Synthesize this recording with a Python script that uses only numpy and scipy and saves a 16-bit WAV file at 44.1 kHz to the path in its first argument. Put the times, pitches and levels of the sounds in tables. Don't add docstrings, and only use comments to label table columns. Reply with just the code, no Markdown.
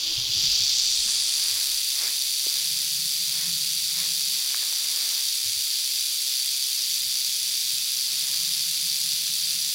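import sys
import numpy as np
from scipy import signal
from scipy.fft import rfft, irfft, next_fast_len
from scipy.io import wavfile

SR = 44100
rng = np.random.default_rng(int(sys.argv[2]) if len(sys.argv) > 2 else 0)


def store_pcm(level_fs):
    pcm = np.round(np.clip(level_fs, -1, 1) * 32767).astype(np.int16)
    wavfile.write(sys.argv[1], SR, np.atleast_2d(pcm).T)


N = 429534


def undb(db):
    return 10 ** (np.asarray(db) / 20)


def unit(x):
    return x / np.sqrt(np.mean(x ** 2))


def curve(rows):
    return np.interp(np.arange(N) / SR, *np.transpose(rows))


def bell(x, centre, width):
    return np.exp(-((x - centre) / width) ** 2)


def spells(rows, ramp_s):
    t = np.arange(N) / SR
    return sum(undb(db) * np.clip(.5 + np.minimum(t - start, end - t) / ramp_s, 0, 1)
               for start, end, db in rows)


def colour(x, points):
    hz, db = np.transpose(points)
    size = next_fast_len(N + 8192, True)
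    size += size % 2
    f = np.maximum(np.fft.rfftfreq(size, 1 / SR), 1)
    gain = undb(np.interp(np.log(f), np.log(hz), db))
    cepstrum = irfft(np.log(gain))
    cepstrum[1:size // 2] *= 2
    cepstrum[size // 2 + 1:] = 0
    return irfft(rfft(x, size) * np.exp(rfft(cepstrum)))[:N]


def ring(x, hz, width_hz):
    return signal.lfilter(*signal.iirpeak(hz, hz / width_hz, fs=SR), x)


def narrow_noise(hz, width_hz):
    return unit(ring(ring(rng.standard_normal(N), hz, width_hz), hz, width_hz))


def add(out, start_s, x):
    start = max(int(start_s * SR), 0)
    out[start:start + len(x)] += x[:max(N - start, 0)]


def knocks(strokes, stroke_db, lag_s, spread_s, scatter_db, decay_s):
    timing, strength = rng.standard_normal((len(strokes), 2)).T
    onsets = strokes + (lag_s + spread_s * timing) * SR
    force = undb(stroke_db + scatter_db * np.minimum(strength, 1))
    t = np.arange(256) / SR
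    cracks = rng.standard_normal((len(strokes), len(t))) * np.exp(-t / decay_s)
    cracks *= (force / np.linalg.norm(cracks, axis=1))[:, None]
    places = (onsets.astype(int)[:, None] + np.arange(len(t))) % N
    return np.bincount(places.ravel(), cracks.ravel(), N)


def leaf_litter(x, decay_s):
    retained = np.exp(-1 / (decay_s * SR))
    energy = signal.lfilter([1 - retained], [1, -retained], x ** 2)
    wash = np.sqrt(energy) * rng.standard_normal(N)
    return colour(wash, [(3000, -2.5), (5000, 0), (9000, -11.5), (15000, 3)])


# time_s, rate_hz
TAIL_RATE = [(0, 66.17), (0.6, 66.67), (1.1, 69.04), (3.2, 68.92), (4, 67.3), (4.9, 68.35), (7.1, 65.6),
             (8.1, 65.44), (8.6, 68.9), (9.74, 67.75)]
# delay_s, gain_db
STROKE_CYCLE = [(.0006, 2.8), (-.0002, -1), (-.0006, 3), (.0004, -.6)]
# frequency_hz, gain_db
KNOCK_SPECTRUM = [(300, -39), (1000, -27.5), (1800, -18), (2550, -8), (2900, -8.5), (3500, 0), (4200, -2.5),
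                  (6000, -4), (7600, -4), (8200, -6), (9100, -4), (12400, -11), (13100, -8), (15500, -12.5)]
# pitch_hz, width_hz, gain_db
SHELL_MODES = [(4530, 240, -1.5), (4730, 280, 3), (5800, 400, -7), (10520, 450, 0), (14000, 1000, -12)]


def rattle():
    swings = np.cumsum(curve(TAIL_RATE)) / SR
    turns = np.flatnonzero(np.diff(np.floor(2 * swings + .5)))
    delay_s, stroke_db = np.resize(STROKE_CYCLE, (len(turns), 2)).T
    strokes = turns + delay_s * SR
    slam = unit(knocks(strokes, stroke_db, lag_s=-.0005, spread_s=.0004, scatter_db=2.2, decay_s=.002))
    chatter = unit(sum(knocks(strokes, 0, lag_s=.004, spread_s=.003, scatter_db=0.5, decay_s=.001)
                       for _ in range(12)))
    tip = unit(knocks(strokes, 1.6 * stroke_db, lag_s=-.0004, spread_s=.0005,
                      scatter_db=3.3, decay_s=.0013))
    base = unit(knocks(strokes, 0, lag_s=-.001, spread_s=.0012, scatter_db=4.5, decay_s=.001))
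    direct = colour(slam, [(3000, -4), (5000, -2.5), (7500, -1.5), (14000, -2.5)])
    direct += undb(0.5) * chatter
    direct += colour(tip, [(3000, -31), (6000, -16), (9000, -7.5), (11000, -1.5), (13000, -6.5)])
    direct += colour(base, [(3000, -10), (4600, -5.5), (6000, 2), (8000, -31)])
    cracks = colour(direct + leaf_litter(direct, decay_s=0.03), KNOCK_SPECTRUM)
    ringing = sum(undb(db) * ring(cracks, hz, width_hz) for hz, width_hz, db in SHELL_MODES)
    return unit(cracks + ringing)


# time_s, turn_fraction
CAMERA_TURN = [(0.27, 1), (.45, .92), (.6, .88), (.8, .67), (1.1, .27), (1.58, 0)]
# time_s, gain_db
RATTLE_GAIN = [(0.28, -25), (0.45, -21.5), (1.08, -22.5), (1.9, -25), (9.74, -25)]


def microphone_aim(buzz):
    edge_away_hz, edge_facing_hz, edge_width_hz = 7400, 12350, 1300
    shade_away_db, shade_facing_db = -10, -2
    lift_db, top_db, crest_db, notch_db = 6, 0.5, 3.5, -3.5
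    hz, t, frames = signal.stft(buzz, SR, nperseg=512)
    hz = hz[:, None]
    turn = np.clip(np.interp(t, *np.transpose(CAMERA_TURN)), 0, 1)
    shadow = 1 - np.exp(-turn / 0.13)
    edge_hz = edge_facing_hz * (edge_away_hz / edge_facing_hz) ** turn
    shade_db = shade_facing_db + (shade_away_db - shade_facing_db) * shadow
    above_edge = .5 + .5 * np.tanh((hz - edge_hz) / edge_width_hz)
    mid_dip = 0.37 * bell(hz, centre=1860, width=650)
    gain_db = shade_db * (above_edge + mid_dip)
    averted = turn ** 8
    gain_db += averted * (lift_db * bell(hz, centre=3200, width=520) + top_db * (hz / edge_facing_hz) ** 2)
    gain_db += crest_db * (1 - averted) * turn * bell(hz / edge_hz, centre=0.68, width=0.17)
    gain_db += notch_db * turn * bell(hz / edge_hz, centre=1.14, width=.1)
    shaded = signal.istft(frames * undb(gain_db), SR)[1][:N]
    return shaded * undb(curve(RATTLE_GAIN))


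# frequency_hz, gain_db
AIR_SPECTRUM = [(25, -4), (60, 1), (150, -3), (280, 1), (450, -0.5), (700, -3.5), (1200, -4), (4000, -14),
                (15000, -21)]
# time_s, level_db
AIR_LEVEL = [(0, -52.5), (1.8, -60.5), (5, -62), (6, -66), (9.74, -63.5)]


def woodland_air():
    return undb(curve(AIR_LEVEL)) * unit(colour(rng.standard_normal(N), AIR_SPECTRUM))


# start_s, end_s, level_db
HUM_SPELLS = [(0, .42, -58), (5.3, 6.8, -70.5)]


def faint_hum():
    return spells(HUM_SPELLS, ramp_s=0.14) * narrow_noise(hz=328, width_hz=24)


def hand_rumble():
    peak_s, peak_db, tremor_db = 0.39, -50, -71
    rise_db_per_s, settle_db_per_s = 17, 9.5
    since_peak_s = np.arange(N) / SR - peak_s
    swing_db = peak_db + np.minimum(rise_db_per_s * since_peak_s, -settle_db_per_s * since_peak_s)
    spectrum = [(15, 1.5), (38, -0.5), (65, -4.5), (110, -4.5), (200, -21), (600, -29.5)]
    rumble = unit(colour(rng.standard_normal(N), spectrum))
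    return rumble * np.hypot(undb(swing_db), undb(tremor_db))


def tap(peak_db, hz, width_hz, scuff_s):
    t = np.arange(SR // 4) / SR
    push = undb(-15) * rng.standard_normal(len(t)) * np.exp(-t / scuff_s)
    push[0] = 1
    response = ring(ring(push, hz, width_hz), hz, width_hz)
    return undb(peak_db) * response / np.abs(response).max()


# start_s, peak_db, pitch_hz
BODY_BUMPS = [(0.169, -36.5, 112), (0.289, -40, 109), (0.351, -37.5, 107), (0.432, -39, 150),
              (0.47, -41, 50), (0.598, -40, 120), (0.989, -45, 45), (1.055, -45, 180), (1.519, -52, 108),
              (1.697, -54, 42), (5.439, -46, 105), (5.56, -50, 95), (7.055, -51, 102), (7.725, -49, 108.5)]


def body_bumps():
    out = np.zeros(N)
    for start_s, peak_db, hz in BODY_BUMPS:
        add(out, start_s, tap(peak_db, hz, width_hz=0.4 * hz, scuff_s=0.031))
    return out


# centre_s, half_length_s, level_db
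RUBS = [(1.107, 0.088, -51.5), (1.508, 0.29, -48.5), (2.046, 0.074, -40.5), (2.568, 0.14, -50),
        (3.414, 0.089, -46), (4.01, 0.093, -45.5), (4.593, 0.32, -49.5), (5.06, 0.18, -47),
        (8.286, 0.23, -51)]
# frequency_hz, gain_db
RUB_SPECTRUM = [(100, -12), (300, -2.5), (600, -1.5), (850, -1), (1100, 3), (1350, 1), (1800, 7), (2400, 9),
                (4000, -42)]


def rubbing():
    t = np.arange(N) / SR
    swell = sum(undb(db) * bell(t, centre_s, half_length_s) for centre_s, half_length_s, db in RUBS)
    return swell * unit(colour(rng.standard_normal(N), RUB_SPECTRUM))


# start_s, peak_db, pitch_hz, width_hz
GRIP_TICKS = [(1.086, -33, 1150, 2000), (2.467, -32.5, 397, 300), (4.545, -21.5, 1500, 2000),
              (4.630, -22.5, 1100, 3000), (4.726, -31, 1200, 2200)]


def grip_ticks():
    out = np.zeros(N)
    for start_s, peak_db, hz, width_hz in GRIP_TICKS:
        add(out, start_s, tap(peak_db, hz, width_hz, scuff_s=0.00088))
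    return out


# start_s, end_s, gain_db
ZOOM_RUNS = [(2.6, 4.36, -56), (3.43, 3.57, -54), (6.82, 8.1, -65), (8.1, 9.7, -57.5)]
# pitch_hz, width_hz, gain_db
MOTOR_MODES = [(172.4, 28, -1.5), (142.7, 26, -5), (108, 66, -10)]
# frequency_hz, gain_db
MOTOR_SPECTRUM = [(60, -2), (110, 0.5), (192, 0), (225, -22)]


def zoom_motor():
    hum = sum(undb(db) * narrow_noise(hz, width_hz) for hz, width_hz, db in MOTOR_MODES)
    return spells(ZOOM_RUNS, ramp_s=0.15) * colour(hum, MOTOR_SPECTRUM)


def scene():
    snake = microphone_aim(rattle())
    camera = hand_rumble() + zoom_motor() + body_bumps() + grip_ticks() + rubbing()
    return (snake + camera + woodland_air() + faint_hum())[None]


def record(dry):
    cutoff_hz = 15850
    return signal.sosfilt(signal.ellip(12, .1, 90, cutoff_hz, fs=SR, output="sos"), dry)


dry = scene()
out = record(dry)
store_pcm(out)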